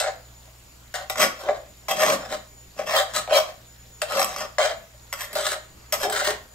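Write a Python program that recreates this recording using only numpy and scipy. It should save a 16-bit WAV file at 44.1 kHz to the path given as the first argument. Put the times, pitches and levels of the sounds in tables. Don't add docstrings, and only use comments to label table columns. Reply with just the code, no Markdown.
import sys
import numpy as np
from scipy import signal
from scipy.io import wavfile
from scipy.ndimage import uniform_filter1d

SR = 44100
rng = np.random.default_rng(int(sys.argv[2]) if len(sys.argv) > 2 else 0)


def convert_level_to_amplitude(level_db):
    exponent = np.asarray(level_db, float) / 20
    return 10 ** exponent


def transcribe(signal):
    frames = np.atleast_2d(signal).T
    limited = np.clip(frames, -1, 1)
    pcm = np.round(limited * 32767).astype(np.int16)
    wavfile.write(sys.argv[1], SR, pcm)


N = 288414

# pitch_hz, level_db (per Hz)
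HISS_COLOUR = [(20, -64), (55, 10.5), (86, -13), (121, -17.5), (150, -11.5), (240, -17.5), (700, -18.5),
               (1200, -21.5), (3000, -24), (7600, -25.5), (9000, -34), (12000, -29.5), (15700, -31.5)]
# pitch_hz, likeness (0 to 1)
HISS_LIKENESS = [(60, 1), (110, 0.6), (200, 1), (380, 0.31), (700, 0.16), (1290, 0.052), (2380, 0.05),
                 (4400, 0.033), (8120, 0.39), (15000, 1)]
# pitch_hz, level_db
HUM_PARTIALS = [(59.2, -48), (118.4, -51)]
# pitch_hz, width_hz, level_db
BURNER_WHISTLE = [(6915, 14, -60.5), (6965, 30, -73), (6520, 40, -78)]
# pitch_hz, t60_s
KITCHEN_DECAY = [(300, .32), (1000, .36), (3500, .36), (8000, .27), (15000, .22)]
# pitch_hz, width_hz, level_db
GRATE_MODES = [(160, 50, -5), (215, 45, 0), (280, 60, -5), (350, 70, -8)]
# peak_s, hold_s, level_db
PAN_ROCKS = [(1.226, 0.013, -27.5), (1.93, 0.045, -40.5), (2.042, 0.047, -37), (2.109, 0.024, -29.5),
             (2.324, 0.017, -39), (2.79, 0.15, -45.5), (3.172, 0.013, -41), (3.338, 0.042, -45.5),
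             (4.152, 0.1, -41), (4.363, 0.076, -47.5), (5.343, 0.024, -47), (5.94, 0.06, -47),
             (6.055, 0.043, -46.5), (6.3, 0.028, -46.5)]
# pitch_hz, width_hz, level_db
PAN_MODES = [(410, 50, -21), (530, 55, -13), (560, 50, -12), (590, 45, -6), (620, 38, 0), (650, 45, -5),
             (710, 50, -5), (745, 50, -7)]
# pitch_hz, width_hz, level_db
RIM_MODES = [(1090, 45, -1), (1170, 50, -2), (1270, 40, 0), (1405, 55, 0), (1530, 60, -4), (1680, 60, -5),
             (1840, 45, -2), (2020, 55, -3), (2290, 60, -6), (2450, 60, -9)]
# pitch_hz, width_hz, level_db
BLADE_MODES = [(2680, 120, -3), (3200, 140, 0), (3660, 100, -6), (3900, 100, -6), (4030, 100, -5),
               (4280, 100, -7), (4800, 150, -7), (5300, 120, -1), (6050, 200, -10), (7040, 150, -2)]
# pitch_hz, width_hz, level_db
EDGE_MODES = [(8230, 280, 0), (10100, 300, -5), (11700, 300, -3), (12250, 350, -2), (14800, 900, -5)]
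# pitch_hz, level_db (per Hz)
SMALL_MODES = [(180, -10.5), (300, -72.5), (627, 43), (863, -44), (1110, 0), (2480, -0.5), (7130, 1),
               (9490, -31), (12000, -23.5), (15200, -39.5), (16500, -95)]
SMALL_MODES_DB = [-18, -6.5, -4.5, -5]
BAND_BORDERS = [300, 900, 2500, 7800, 17000]
RIGHT_LAGS = [3, 4, 2, 0]
# start_s, first_hz, second_hz, third_hz
CONTACT_PLACES = np.array([ (0, 650, 1400, 2000), (.93, 700, 1530, 1900), (1.09, 3200, 1405, 2020),
                  (1.165, 610, 2020, 1400), (1.42, 590, 1130, 410), (1.87, 620, 700, 7040),
                  (1.965, 620, 1300, 1840), (2.075, 590, 1170, 7040), (2.21, 530, 1405, 5300),
                  (2.29, 590, 1170, 3200), (2.7, 630, 2600, 2680), (2.865, 660, 1840, 2680),
                  (2.96, 650, 1170, 3200), (3.13, 660, 1270, 1270), (3.26, 660, 2290, 3200),
                  (4.0, 640, 2600, 2680), (4.095, 560, 1270, 5300), (4.19, 710, 1200, 5300),
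                  (4.27, 745, 4030, 5300), (4.35, 1200, 5300, 5100), (4.57, 650, 1130, 1130),
                  (4.6, 650, 3230, 3330), (5.11, 1405, 1470, 2020), (5.19, 1470, 1840, 1950),
                  (5.325, 410, 1270, 620), (5.7, 1270, 1300, 2020), (5.91, 620, 1270, 2020),
                  (6.02, 730, 410, 1680), (6.115, 410, 1405, 1500), (6.225, 410, 1840, 1900)])
# start_s, knock_db, drag_s, pressure_db, sauce_db
EDGE_LANDINGS = [(0.0, -17, 0.0033, -26.5, 1.5), (0.9399, -25, 0.015, -25.5, 6.5),
                 (1.0974, -16.5, 0.0034, -27.5, 2.5), (1.1568, -20.5, 0.017, -39, 14),
                 (1.8831, -24, 0.032, -21.5, 7.5), (2.7891, -19.5, 0.023, -27.5, 22.5),
                 (4.0173, -15.5, 0.01, -32, 5), (4.3615, -23, 0.024, -43, 8.5),
                 (4.583, -6.5, 0.069, -17, 19), (5.1267, -26.5, 0.0057, -36.5, 0),
                 (5.3293, -32, 0.018, -42, -3.5), (5.3527, -21, 0.046, -27, 4),
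                 (5.9234, -23, 0.014, -25.5, 1), (6.0272, -23, 0.0067, -17.5, 10)]
# start_s, rise_s, hold_s, pressure_db, sauce_db
HAND_SWEEPS = [(-0.001, 0.028, 0.058, -23, 23), (1.167, .04, 0.03, -17, 6.5),
               (1.413, 0.082, 0.005, -21, 26), (1.525, 0.021, 0.024, -34.5, 22),
               (1.945, 0.067, 0.13, -20.5, 9.5), (2.185, 0.02, 0.052, -31.5, 18.5),
               (2.282, 0.041, 0.016, -26.5, 12), (2.85, 0.09, 0.058, -16, 12.5),
               (3.129, 0.038, 0.01, -25.5, 1.5), (3.285, 0.043, 0.027, -15, 20),
               (3.312, 0.044, 0.019, -13.5, 7), (3.456, 0.016, 0.028, -38, 15),
               (4.069, 0.07, 0.087, -22.5, 9), (4.19, .015, .06, -34.5, 15),
               (4.262, 0.013, 0.069, -35.5, 9.5), (4.362, 0.016, 0.057, -26.5, 13.5),
               (4.59, 0.0074, 0.057, -23, 10.5), (5.164, 0.042, 0.035, -37, -1.5),
               (5.403, 0.052, 0.076, -29, 3), (5.51, .02, 0.018, -28, 35), (6.032, 0.018, 0.032, -20.5, 30),
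               (6.1, 0.029, 0.076, -25, 6), (6.215, 0.037, 0.053, -27, 6),
               (6.292, 0.0089, 0.025, -26, 17.5)]
# start_s, rise_s, hold_s, pressure_db, sauce_db
MORE_SWEEPS = [(0.44, 0.015, 0.033, -53, 20), (0.973, 0.013, 0.044, -34.5, 13),
               (1.359, 0.045, 0.037, -38, 7.5), (1.64, 0.016, 0.011, -52, 21),
               (2.758, 0.027, .005, -36.5, 13), (2.948, 0.014, 0.014, -17, 4.5),
               (3.066, 0.018, 0.067, -44.5, 8.5), (4.661, 0.027, 0.025, -25, 21),
               (5.28, 0.027, .02, -41, 16), (5.75, 0.016, 0.076, -60, 6), (5.983, 0.034, .005, -27.5, 3)]
# start_s, knock_db, sauce_db
EDGE_SNAGS = [(1.1824, -31, 0), (1.487, -5.5, 36), (2.0063, -11, 19), (2.0324, -13, 9.5), (2.2504, -35, 6),
              (2.2982, -44, -4), (2.835, -40, 10), (3.1497, -21.5, 8), (3.275, -17.5, 32),
              (3.308, -8.5, 26), (4.0914, -62, -2), (4.1205, -19.5, 5), (4.1934, -11, 8.5),
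              (4.2014, -37.5, -17), (4.2153, -15.5, 7), (4.2274, -13.5, 6.5), (4.2434, -32, -12),
              (4.3044, -42, 17), (4.3844, -32, 4), (4.6074, -44, 5), (4.9362, -42.5, 12),
              (5.2074, -33.5, -7), (5.2434, -35.5, -5), (6.0404, -17, 11), (6.0975, -22, 0.5),
              (6.1234, -26.5, -1), (6.212, -17, 18), (6.25, -37.5, -11), (6.2736, -12.5, 19),
              (6.333, -54, -2)]
BARE_DRAG_DB = [-4.06, -0.1, 2, -2]
BARE_KNOCK_DB = [-5.9, 14.5, 5.9, 0.5]
LOSS_PER_SAUCE_DB = [0, .45, .75, 1.2]


def evened(x):
    return x / np.sqrt(np.mean(x ** 2) + 1e-20)


def read(points, hz):
    f, value = np.transpose(points)
    return np.interp(np.log(hz + 1), np.log(f + 1), value)


def ring(x, hz, width):
    r = np.exp(-np.pi * width / SR)
    pole = r * np.exp(2j * np.pi * hz / SR)
    return np.sqrt(2 * (1 - r ** 2)) * signal.lfilter([1], [1, -pole], x)


def causal(gain, size):
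    log_gain = np.log(np.maximum(np.r_[gain, gain[-2:0:-1]], 1e-5))
    taps = np.fft.ifft(np.exp(np.conj(signal.hilbert(log_gain)))).real[:size]
    return taps / np.linalg.norm(taps)


def hiss():
    frames, hz = N // 256 + 5, np.fft.rfftfreq(1024, 1 / SR)
    a, b, c, d, patches = rng.standard_normal((frames, 513, 5)).T
    patches = uniform_filter1d(patches, size=12, axis=0)
    patches = evened(uniform_filter1d(patches, size=14, axis=1))
    same = np.clip(read(HISS_LIKENESS, hz), -1, 1)[:, None]
    left = a + 1j * b
    right = same * left + np.sqrt(1 - same ** 2) * (c + 1j * d)
    colour = convert_level_to_amplitude(read(HISS_COLOUR, hz))
    patchy_colour = colour[:, None] * convert_level_to_amplitude(1.7 * patches)
    x = signal.istft(np.array([left, right]) * patchy_colour, nperseg=1024, noverlap=768)[1][:, :N]
    middle = (hz > 200) & (hz < 6000)
    whole_over_middle = np.sqrt(np.sum(colour ** 2) / np.sum(colour[middle] ** 2))
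    return convert_level_to_amplitude(-54.5) * evened(x) * whole_over_middle


def appliances():
    t = np.arange(N) / SR
    waver = 1 + 0.25 * evened(ring(rng.standard_normal(N), 0, 6.6).real)
    hum = sum(convert_level_to_amplitude(db - 4.5) * np.sin(2 * np.pi * (f * t + rng.random())) for f, db in HUM_PARTIALS)
    whistle = np.zeros(N, complex)
    for f, width, db in BURNER_WHISTLE:
        twice_rung = ring(ring(rng.standard_normal(N), f, width), f, width)
        whistle += convert_level_to_amplitude(db) * twice_rung * np.sqrt(np.pi * width / SR)
    ports = [(whistle * np.exp(.6j)).real, (whistle * np.exp(-.6j)).real]
    return hum * waver + np.array(ports)


def simmer():
    pops_per_s, sizes = 120, 8
    t, out = np.arange(100) / SR, np.zeros(N)
    for f in np.geomspace(4000, 15000, num=sizes):
        bursts = rng.random(N) < pops_per_s / sizes / SR
        strength = convert_level_to_amplitude(2.5 * np.minimum(rng.exponential(1, N), 3)) * bursts
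        pop = np.sin(2 * np.pi * f * t) * np.exp(-t * f / 2.5)
        out += signal.oaconvolve(strength, pop)[:N]
    return convert_level_to_amplitude(-66) * evened(out)


def kitchen(x):
    taps = np.zeros((2, SR // 2))
    at = np.arange(140, SR // 2 - 20, 20) + rng.integers(0, 20, (2, (SR // 2 - 141) // 20))
    np.put_along_axis(taps, at, rng.choice([-1., 1.], at.shape), axis=1)
    taps[1] = 0.061 * taps[0] + taps[1]
    hz, t, z = signal.stft(taps, SR, nperseg=256)
    z[1] = np.where(hz[:, None] < 800, 0.5 * z[0] + 0.48 * z[1], z[1])
    decay = convert_level_to_amplitude(-60 * t / read(KITCHEN_DECAY, hz)[:, None])
    tail = signal.istft(z * decay, SR, nperseg=256)[1]
    tail = tail / np.linalg.norm(tail, axis=1, keepdims=True)
    return signal.fftconvolve(x[None], tail, axes=1)[:, :N]


def push(start, rise, hold, lean_db, lift_db_per_s):
    at = np.arange(round(start * SR), min(round((start + rise + hold + .3) * SR), N))
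    t = at / SR - start
    onset = np.minimum(4 * t / rise, 1)
    lean = -lean_db * np.clip(1 - t / rise, 0, 1)
    lift = -lift_db_per_s * np.maximum(t - rise - hold, 0)
    return at, onset * convert_level_to_amplitude(lean + lift)


def thud():
    rise_s = 0.077
    shake = np.zeros(N)
    for peak, hold, db in PAN_ROCKS:
        at, gain = push(peak - rise_s, rise_s, hold, lean_db=21.5, lift_db_per_s=257)
        shake[at] += convert_level_to_amplitude(db - 9) * gain
    shake = shake * rng.standard_normal(N)
    rocking = sum(convert_level_to_amplitude(db) * ring(shake, f, width).real for f, width, db in GRATE_MODES)
    return signal.lfilter(*signal.butter(2, 140, "high", fs=SR), rocking)


def pressure():
    power = np.zeros((4, N))
    drags = [(s, 0.001, *rest) for s, _, *rest in EDGE_LANDINGS]
    for start, rise, hold, db, sauce_db in HAND_SWEEPS + MORE_SWEEPS + drags:
        at, gain = push(start, rise, hold, lean_db=14, lift_db_per_s=446.5)
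        part_db = db + np.array(BARE_DRAG_DB) - sauce_db * np.array(LOSS_PER_SAUCE_DB)
        power[:, at] += np.outer(convert_level_to_amplitude(part_db), gain) ** 2
    return np.sqrt(power)


def grit():
    clicks_per_s, spread_db, judder_db, judder_hz = 4500, 3.6, 1.3, 90
    size = convert_level_to_amplitude(spread_db * np.minimum(rng.exponential(1, N), 5)) * rng.choice([-1, 1], N)
    judder = signal.lfilter(*signal.butter(2, judder_hz, fs=SR), rng.standard_normal(N))
    clicks = size * (rng.random(N) < clicks_per_s / SR)
    return evened(clicks * convert_level_to_amplitude(judder_db * evened(judder)))


def blows(knocks, k, rattle_s):
    out, t = np.zeros(N + 1000), np.arange(1000) / SR
    envelope = np.exp(-t / rattle_s) * (1 - np.exp(-t / 0.00048))
    for start, db, sauce_db in knocks:
        level_db = db + BARE_KNOCK_DB[k] - LOSS_PER_SAUCE_DB[k] * sauce_db
        rattle = rng.standard_normal(len(t)) * envelope
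        out[round(start * SR):][:len(t)] += convert_level_to_amplitude(level_db) * rattle
    return out[:N]


def contact(hz, db, beam, boost_db):
    t = np.arange(0, N, 256) / SR
    places = np.array(CONTACT_PLACES)
    now = places[np.searchsorted(places[:, 0], t, "right") - 1, 1:]
    drift = uniform_filter1d(rng.standard_normal((2, len(t))), size=8)
    wander, swing = evened(uniform_filter1d(drift, size=8))
    favoured = np.exp(-(np.log(now / hz) / .07) ** 2).sum(1)
    weight = convert_level_to_amplitude((boost_db - 0.51 * db) * favoured + 2 * wander - 6.0)
    steps = [weight, np.cos(beam * swing), np.sin(beam * swing)]
    return np.repeat(steps, 256, axis=1)[:, :N]


def main_modes(drive, modes, k):
    beam, boost_db = [.15, .6, .75, .9][k], [5.98, 6.4, 5.1, 7][k]
    total = np.linalg.norm(convert_level_to_amplitude(np.transpose(modes)[2]))
    mid, lean, belly = np.zeros(N), np.zeros(N), 0
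    for f, width, db in modes:
        weight, inphase, lead = contact(f, db, beam, boost_db)
        z = convert_level_to_amplitude(db) / total * ring(drive * weight, f, width)
        if k == 0:
            z = ring(z, f, 4 * width) * np.sqrt(2 * np.pi * width / SR)
        if f == PAN_MODES[0][0]:
            belly = convert_level_to_amplitude(-1.5) * z.real
            continue
        mid += z.real * inphase
        lean += z.imag * lead
    return np.array([mid + lean, mid - lean]), belly


def small_modes(drive, k):
    hz, own_db = np.fft.rfftfreq(4096, 1 / SR), [1.5, 3, 3, 3.5][k]
    inside = 1. * (hz > BAND_BORDERS[k]) * (hz <= BAND_BORDERS[k + 1])
    band = uniform_filter1d(inside, size=31) + .002
    turn = 2 * np.pi * 1.3 * np.arange(N) / SR
    out = np.zeros((2, N))
    for share in (np.cos(turn), np.sin(turn)):
        both, left, right = evened(uniform_filter1d(rng.standard_normal((3, len(hz))), size=8))
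        taps = []
        for own in (left, right):
            gain = convert_level_to_amplitude(read(SMALL_MODES, hz) + 1.5 * both + own_db * own) * band
            taps.append(causal(gain, size=1024))
        out += signal.oaconvolve((drive * share)[None], taps, axes=1)[:, :N]
    return convert_level_to_amplitude(SMALL_MODES_DB[k]) * out


def skillet():
    drag, clicks = pressure(), grit()
    knocks = EDGE_SNAGS + [(s, db, sauce_db) for s, db, _, _, sauce_db in EDGE_LANDINGS]
    out, belly = np.zeros((2, N)), 0
    for k, modes in enumerate([PAN_MODES, RIM_MODES, BLADE_MODES, EDGE_MODES]):
        rattle_s = [0.013, 0.00081, 0.0021, 0.0036][k]
        drive = clicks * drag[k] + blows(knocks, k, rattle_s)
        drive = signal.lfilter(*signal.butter(2, 1.2 * BAND_BORDERS[k + 1], fs=SR), drive)
        part, lowest = main_modes(drive, modes, k)
        belly = belly + lowest
        part += small_modes(drive, k)
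        out += [part[0], np.roll(part[1], RIGHT_LAGS[k])]
    out = signal.sosfilt(signal.butter(6, 505, "high", fs=SR, output="sos"), out)
    return (out + belly) * convert_level_to_amplitude([[.6], [-.6]])


def scene():
    near = skillet() + thud()
    echo = convert_level_to_amplitude(-5.5) * kitchen(near.mean(0))
    return near + echo + hiss() + appliances() + simmer()


def low_pass(x):
    return signal.sosfilt(signal.butter(12, 16750, fs=SR, output="sos"), x)


def record(dry):
    lowpass = signal.firwin(1023, 15720, window=("kaiser", 9), fs=SR)
    limited = signal.oaconvolve(dry, lowpass[None], "same")
    return low_pass(limited)


dry = scene()
out = record(dry)
transcribe(out)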